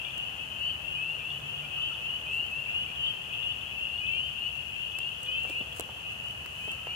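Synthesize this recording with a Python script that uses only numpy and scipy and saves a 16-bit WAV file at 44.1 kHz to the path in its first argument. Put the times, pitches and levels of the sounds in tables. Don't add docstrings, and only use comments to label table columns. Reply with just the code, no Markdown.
import sys
import numpy as np
from scipy import signal
from scipy.fft import rfft, irfft, next_fast_len
from scipy.io import wavfile
from scipy.ndimage import map_coordinates

SR = 44100
rng = np.random.default_rng(int(sys.argv[2]) if len(sys.argv) > 2 else 0)


def generate_wav(signal):
    frames = np.transpose(np.atleast_2d(signal))
    scaled = np.clip(frames, -1, 1) * 32767
    pcm = np.round(scaled).astype(np.int16)
    wavfile.write(sys.argv[1], SR, pcm)


N = 306495
TIME = np.arange(N) / SR

# (frequency [Hz], left-right correlation [-1..1])
PORT_CORRELATION = [(30, 0.92), (100, 1), (180, 0.87), (350, 0.68), (700, 0.4), (1400, -0.62), (2500, 0.31),
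                    (16000, -0.16)]
# (frequency [Hz], gain [dB])
TRAFFIC_EQ = [(20, -46), (32, -42), (46, -17.5), (67, 2), (85, -2.5), (140, -3.5), (175, -9), (240, -14.5),
              (400, -54), (900, -62)]
# (time [s], pitch [Hz], level [dB])
ENGINE_PASS = [(.7, 150, -58.5), (1.1, 149, -50.5), (1.6, 144, -46.5), (1.85, 138, -55.5), (2.3, 134, -61)]
# (frequency [Hz], gain [dB])
AIR_LEFT_EQ = [(100, 0.5), (250, -4), (450, -3), (750, 0.5), (1000, -1), (1300, 1), (1800, -2), (2300, -7),
               (3500, -16.5), (5000, -26.5)]
AIR_RIGHT_EQ = [(100, -10.5), (250, -4.5), (450, -3), (750, -1), (1000, -2.5), (1400, -2.5), (1800, -7.5),
                (2300, -11), (3500, -17), (5000, -59)]
# (time [s], level [dB])
AIR_LEVEL = [(0, -52), (3, -52), (4.6, -54.5), (5.5, -53.5), (6.95, -52.5)]
# (frequency [Hz], gain [dB])
HISS_LEFT_EQ = [(2000, -23), (3800, -1.5), (4400, 0.5), (4900, -4.5), (6000, -0.5), (6800, 2), (8000, -3.5),
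                (9500, -1.5), (10200, -8.5), (11000, -1), (11600, 1), (12400, -9.5), (15300, -6),
                (16000, -21)]
HISS_RIGHT_EQ = [(2000, -5), (4300, -3.5), (5000, -6), (7000, -14), (8000, -7.5), (8900, -7.5), (10000, -9),
                 (11300, -9.5), (14500, -6), (15400, -16), (16000, -16)]
# (time [s], pitch [Hz], level [dB])
YELPS = [(1.611, 1390, -61), (1.761, 1246, -56.5), (1.891, 1392, -55)]
# (time [s], length [s], pitch [Hz], level [dB])
FAR_TONES = [(5.05, 1, 503, -67), (6.628, 0.5, 1314, -63)]
# (time [s], level [dB], left over right [dB])
TICKS = [(0.1797, -34.5, -18), (2.4646, -41.5, -14), (4.9876, -27.5, -15), (5.2323, -33, -12),
         (5.4346, -38, -11), (5.4983, -35, -17), (5.7972, -23.5, 10), (5.8086, -29, -11.5),
         (6.461, -37, -8), (6.7172, -34.5, -4)]
# (time [s], length [s], level [dB])
RUSTLES = [(2.281, 0.13, -67.5), (5.193, 0.11, -71), (5.422, 0.17, -67.5), (5.738, 0.073, -60),
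           (6.422, 0.42, -70.5)]
# (frequency [Hz], gain [dB])
HANDLING_EQ = [(1000, 6), (3500, -1), (5500, -3), (7000, 4), (9000, 4.5), (12000, -4.5), (16000, 1)]
# (time [s], level [dB], band centre [Hz], decay [s])
KNOCKS = [(5.450, -35.5, 686, 0.0071), (5.497, -35.5, 280, 0.006), (5.607, -34, 276, 0.0038),
          (5.797, -27.5, 380, 0.0037), (5.889, -38.5, 590, 0.0083), (6.460, -33, 1370, 0.003),
          (6.677, -35, 390, 0.004), (6.869, -30, 676, 0.0034)]
# (time [s], left over right [dB])
FROG_PAN = [(0, 7.5), (2.2, 4.5), (4.6, 8.5), (5.6, 4), (6.95, 3.5)]
# (frequency [Hz], gain [dB])
CHORUS_EQ = [(2250, -33), (2420, -10), (2560, 3.5), (2680, 2.5), (2800, 2.5), (2950, -4.5), (3080, -3.5),
             (3200, -6.5), (3400, -18.5), (3600, -27), (3900, -52)]
# (time [s], level [dB])
CHORUS_LEVEL = [(0, -36.5), (1.35, -39.5), (1.9, -36.5), (2.6, -37.5), (3.3, -37), (3.9, -37.5), (4.3, -37),
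                (5.3, -38.5), (5.6, -40), (6.95, -38)]
# (first pip [s], last pip [s], rough spacing [s], level [dB])
PIP_BOUTS = [(0.048, 0.105, .06, -30), (1.104, 1.401, .1, -35), (1.575, 1.941, .125, -37),
             (2.957, 3.064, .1, -33), (3.336, 3.61, .09, -31), (3.886, 4.156, .09, -34.5),
             (4.917, 5.019, .1, -37.5), (5.145, 5.723, .115, -34)]
# (share of length [0..1], share of pitch climb [0..1], level [dB])
PEEP_SHAPE = [(0, 0, -7), (.2, .22, -2), (.45, .5, 2), (.7, .79, 3), (.88, 1, 1), (1, .97, -3)]
# (time [s], length [s], start pitch [Hz], level [dB], left phase lead [rad])
NEAR_PEEPS = [(0.046, 0.064, 2350, -49.5, -0.5), (0.126, 0.17, 2660, -38.5, 3),
              (0.366, 0.1, 2510, -44.5, 1.5), (0.556, 0.17, 2745, -35, 1.6), (0.586, 0.18, 2610, -38, 1.2),
              (0.816, 0.21, 2610, -39, 3.5), (0.946, 0.23, 2450, -36, -0.2), (1.186, 0.064, 2350, -51, -1),
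              (1.186, 0.14, 2530, -40.5, 0), (1.246, 0.14, 2700, -41.5, 1.2), (1.426, 0.2, 2590, -40, 2.5),
              (1.616, 0.06, 2330, -51, 0.5), (1.706, 0.11, 2510, -42.5, 1.5), (1.716, 0.18, 2740, -35, 2.5),
              (1.826, 0.15, 2690, -42, 1), (1.996, 0.17, 2600, -38, 2.5), (2.066, 0.11, 2790, -37.5, -1.5),
              (2.256, 0.17, 2630, -40.5, 0.9), (2.256, 0.21, 2495, -35, 0.66),
              (2.496, 0.14, 2540, -36.5, 0.3), (2.656, 0.1, 2350, -53, 0), (2.656, 0.2, 2590, -33.5, -2.5),
              (2.866, 0.062, 2350, -50.5, 0), (2.956, 0.168, 2800, -33, 3),
              (2.996, 0.11, 2660, -39.5, -1.5), (3.296, 0.12, 2750, -41, -4), (3.296, 0.2, 2500, -40, -1.5),
              (3.436, 0.098, 2780, -35.5, -2.7), (3.706, 0.192, 2540, -37, -2),
              (3.876, 0.16, 2640, -38, 0.1), (3.996, 0.23, 2450, -33.5, -2), (4.116, 0.08, 2340, -46, -1.2),
              (4.146, 0.15, 2810, -36.5, -1.4), (4.346, 0.16, 2660, -36, 0.5),
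              (4.536, 0.094, 2680, -39.5, -2.5), (4.696, 0.19, 2530, -40, -3),
              (4.756, 0.13, 2690, -47.5, 0.5), (4.926, 0.18, 2540, -38, 0.5), (4.976, 0.13, 2700, -42, 2.5),
              (5.216, 0.17, 2770, -37, -1.2), (5.256, 0.21, 2430, -35, -1.8), (5.466, 0.09, 2340, -48, 1),
              (5.496, 0.14, 2670, -38.5, 0.4), (5.516, 0.11, 2530, -37, -2.5),
              (5.976, 0.16, 2660, -47, -2.5), (6.036, 0.12, 2520, -42.5, -2),
              (6.176, 0.15, 2730, -41, -3.5), (6.576, 0.148, 2830, -42.5, -2), (6.596, 0.16, 2440, -41, 2),
              (6.866, 0.09, 2760, -38, 1.2), (6.876, 0.08, 2330, -52, 0.2)]


def gain_of(db):
    return 10 ** (np.asarray(db) / 20)


def unit_rms(x):
    return x / np.sqrt(np.mean(abs(x) ** 2) + 1e-20)


def spectrum_at(points, hz):
    f, value = np.transpose(points)
    return np.interp(np.log(hz + 1), np.log(f + 1), value)


def follow(rows, column=1):
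    rows = np.asarray(rows)
    return np.interp(TIME, rows[:, 0], rows[:, column])


def equalise(x, eq):
    size = next_fast_len(x.shape[-1])
    gains = gain_of(spectrum_at(eq, np.fft.rfftfreq(size, 1 / SR)))
    return irfft(rfft(x, size) * gains, size)[..., :x.shape[-1]]


def wander(t, per_s):
    knots = rng.standard_normal(1024)
    return map_coordinates(knots, [t * per_s], order=3, mode="wrap")


def pan(balance_db):
    return unit_rms(gain_of(np.array([[1], [-1]]) * balance_db / 2))


def add(mix, s, sound):
    start = round(s * SR)
    sound = sound[:, max(-start, 0):]
    part = mix[:, max(start, 0):][:, :sound.shape[1]]
    part += sound[:, :part.shape[1]]


def woods(x, t60, predelay_s=0.0041, echoes_per_s=1500):
    t = np.arange(SR) / SR
    taps = rng.standard_normal((2, SR)) * (rng.random((2, SR)) < echoes_per_s / SR)
    taps *= (t > predelay_s) * gain_of(-60 * t / t60)
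    return signal.fftconvolve(x, taps / np.linalg.norm(taps, axis=1, keepdims=True), axes=1)[:, :N]


def noise_bed(left_eq, right_eq):
    size = next_fast_len(N)
    left, other = rfft(rng.standard_normal((2, size)))
    shared = np.clip(spectrum_at(PORT_CORRELATION, np.fft.rfftfreq(size, 1 / SR)), -1, 1)
    right = shared * left + np.sqrt(1 - shared ** 2) * other
    noise = irfft(np.array([left, right]), size)[:, :N]
    return unit_rms(np.array([equalise(noise[0], left_eq), equalise(noise[1], right_eq)]))


def background(traffic_db=-52.5, swell_db=0.64, air_db=3, hiss_db=-57.5):
    traffic = noise_bed(TRAFFIC_EQ, TRAFFIC_EQ) * gain_of(traffic_db + swell_db * wander(TIME, 4))
    air = noise_bed(AIR_LEFT_EQ, AIR_RIGHT_EQ) * gain_of(follow(AIR_LEVEL) + air_db)
    hiss = noise_bed(HISS_LEFT_EQ, HISS_RIGHT_EQ) * gain_of(hiss_db)
    turns = np.cumsum(follow(ENGINE_PASS) * (1 + 0.0302 * wander(TIME, 25))) / SR
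    engine = np.sin(2 * np.pi * turns) * gain_of(follow(ENGINE_PASS, column=2) + 2 * wander(TIME, 43))
    return traffic + engine + air + hiss


def far_bird_and_tones(yelp_s=0.054, fall=0.079, direct_db=-0.5, echo_db=-4):
    out, t = np.zeros((2, N)), np.arange(int(yelp_s * SR)) / SR
    for s, hz, db in YELPS:
        turns = np.cumsum(hz * (1 + fall * (.5 - t / yelp_s) + 0.056 * wander(t, 184))) / SR
        yelp = np.sin(2 * np.pi * turns) * signal.windows.hann(len(t))
        add(out, s, gain_of(db) * pan(2.2) * unit_rms(yelp))
    for s, length, hz, db in FAR_TONES:
        t = np.arange(int(length * SR)) / SR
        turns = np.cumsum(hz * (1 + 0.016 * wander(t, 60.6))) / SR
        tone = np.sin(2 * np.pi * turns) * signal.windows.tukey(len(t), .5)
        add(out, s, gain_of(db) * pan(0) * unit_rms(tone))
    return gain_of(direct_db) * out + gain_of(echo_db) * woods(out, t60=0.46)


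def ticks_and_rustles(tick_db=6, decay_s=0.00077, rustle_db=12, grains_per_s=4000):
    out, t = np.zeros((2, N)), np.arange(2048) / SR
    faint_ticks = [(s, -43, -6) for s in rng.uniform(5.05, 6.9, 10)]
    for s, db, balance_db in list(TICKS) + faint_ticks:
        snap = rng.standard_normal((2, len(t))) * np.exp(-t / decay_s)
        snap /= abs(snap).max(axis=1, keepdims=True)
        add(out, s, gain_of(db + tick_db) * pan(balance_db) * snap)
    for s, length, db in RUSTLES:
        grains = rng.standard_normal((2, N)) * (rng.random(N) < grains_per_s / SR)
        size = int(length * SR)
        add(out, s, gain_of(db + rustle_db) * unit_rms(grains[:, :size]) * signal.windows.hann(size))
    return equalise(out, HANDLING_EQ)


def knocks(trim_db=1, balance_db=-3, band_ratio=1.82, tail_db=-22, tail_s=0.037, width=0.87):
    out, t = np.zeros((2, N)), np.arange(4096) / SR
    for s, db, hz, decay_s in KNOCKS:
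        shake = rng.standard_normal(len(t)) + width * rng.standard_normal((2, len(t)))
        envelope = np.exp(-t / decay_s) + gain_of(tail_db) * np.exp(-t / tail_s)
        band = signal.butter(2, [hz / band_ratio, hz * band_ratio], "band", fs=SR, output="sos")
        thud = signal.sosfilt(band, shake * envelope)
        thud /= abs(thud).max(axis=1, keepdims=True)
        add(out, s, gain_of(db + trim_db) * pan(balance_db) * thud)
    return out


def clicking_frogs(near_hz=3350, far_hz=3270, rise_s=0.0024, trim_db=-1.5, vary_db=4.0, echo_db=-5,
                   far_per_s=130, rest_db=-69.5, roused_db=-56.5, roused_s=0.52):
    t = np.arange(700) / SR
    swell = (t / rise_s * np.exp(1 - t / rise_s)) ** 4
    out, roused = np.zeros((2, N)), np.zeros(N)
    for first, last, gap, db in PIP_BOUTS:
        for s in np.linspace(first, last, round((last - first) / gap) + 1):
            detune, bearing, force = rng.uniform(-1, 1, 3)
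            turns = near_hz * (1 + 0.017 * detune) * t + np.array([[0], [bearing / 2]])
            add(out, s, gain_of(db + trim_db + vary_db * force) * swell * np.sin(2 * np.pi * turns))
        from_bout_s = TIME - np.clip(TIME, first, last)
        roused = np.maximum(roused, np.exp(-(from_bout_s / roused_s) ** 2))
    pulses = rng.uniform(-1, 1, (2, N)) * (rng.random(N) < far_per_s / SR)
    far_pip = swell * np.sin(2 * np.pi * far_hz * t)
    rattle = signal.oaconvolve(pulses, far_pip[None])[:, :N]
    out += unit_rms(rattle) * (gain_of(rest_db) + gain_of(roused_db) * roused)
    return pan(balance_db=7) * (out + gain_of(echo_db) * woods(out, t60=0.45))


def peep(length, start_hz, climb_hz_per_s=1900, typical_hz=2597, waver=0.002, flutter_db=2.0):
    t = np.arange(int(length * SR)) / SR
    share, rise, level_db = np.transpose(PEEP_SHAPE)
    climb_hz = climb_hz_per_s * length * (start_hz / typical_hz) ** 1.715
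    hz = start_hz + climb_hz * np.interp(t / length, share, rise)
    turns = np.cumsum(hz * (1 + waver * wander(t, 92.6))) / SR
    swell = gain_of(np.interp(t / length, share, level_db) + flutter_db * wander(t, 66.7))
    return np.sqrt(2) * unit_rms(swell * signal.windows.tukey(len(t), .12)) * np.exp(2j * np.pi * turns)


def far_frogs(count=400, trim_db=-1, spread_db=2.5, crowd_db=-3.5, lead_in_s=0.2):
    out = np.zeros((2, N))
    for k, (jitter, pitch, duration, bearing, distance) in enumerate(rng.random((count, 5))):
        call = peep(length=0.1113 + 0.0803 * duration, start_hz=2490 + 330 * pitch)
        place = np.exp([[0], [2j * np.pi * bearing]]) * gain_of(-spread_db * np.log(distance + 0.2))
        s = (k + jitter) / count * (N / SR + lead_in_s) - lead_in_s
        add(out, s, (place * call).real)
    calls = unit_rms(out + 0.39 * woods(out, t60=0.46))
    crowd = unit_rms(equalise(rng.standard_normal((2, N)), CHORUS_EQ))
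    chorus = unit_rms(calls + gain_of(crowd_db) * crowd)
    return chorus * pan(follow(FROG_PAN)) * gain_of(follow(CHORUS_LEVEL) + trim_db)


def near_frogs(direct_db=0.5, trunks_db=-10.5, echo_db=-11, overtone_db=-33, full_leak_hz=2850):
    out, balance_db = np.zeros((2, N)), follow(FROG_PAN)
    for s, length, start_hz, db, lead in NEAR_PEEPS:
        call = peep(length, start_hz)
        phase = np.unwrap(np.angle(call))
        hz = np.gradient(phase) * SR / (2 * np.pi)
        leak = gain_of(overtone_db) * np.minimum(hz / full_leak_hz, 1) ** 12
        call = call + leak * abs(call) * np.exp(3j * phase / 2)
        place = pan(balance_db[int(s * SR)]) * np.exp([[0], [-1j * lead]])
        add(out, s, gain_of(db) * (place * call).real)
    close_trunks = gain_of(trunks_db) * woods(out, t60=0.58, predelay_s=0.009)
    long_tail = gain_of(echo_db) * woods(out, t60=1.0)
    return gain_of(direct_db) * out + close_trunks + long_tail


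def scene():
    frogs = near_frogs() + far_frogs() + clicking_frogs()
    return frogs + far_bird_and_tones() + background() + ticks_and_rustles() + knocks()


def record(dry, low_cut_hz=38, high_cut_hz=15900):
    low_cut = signal.butter(6, low_cut_hz, "high", fs=SR, output="sos")
    high_cut = signal.firwin(511, high_cut_hz, window=("kaiser", 9), fs=SR)
    return signal.oaconvolve(signal.sosfilt(low_cut, dry), high_cut[None], "same")


dry = scene()
out = record(dry)
generate_wav(out)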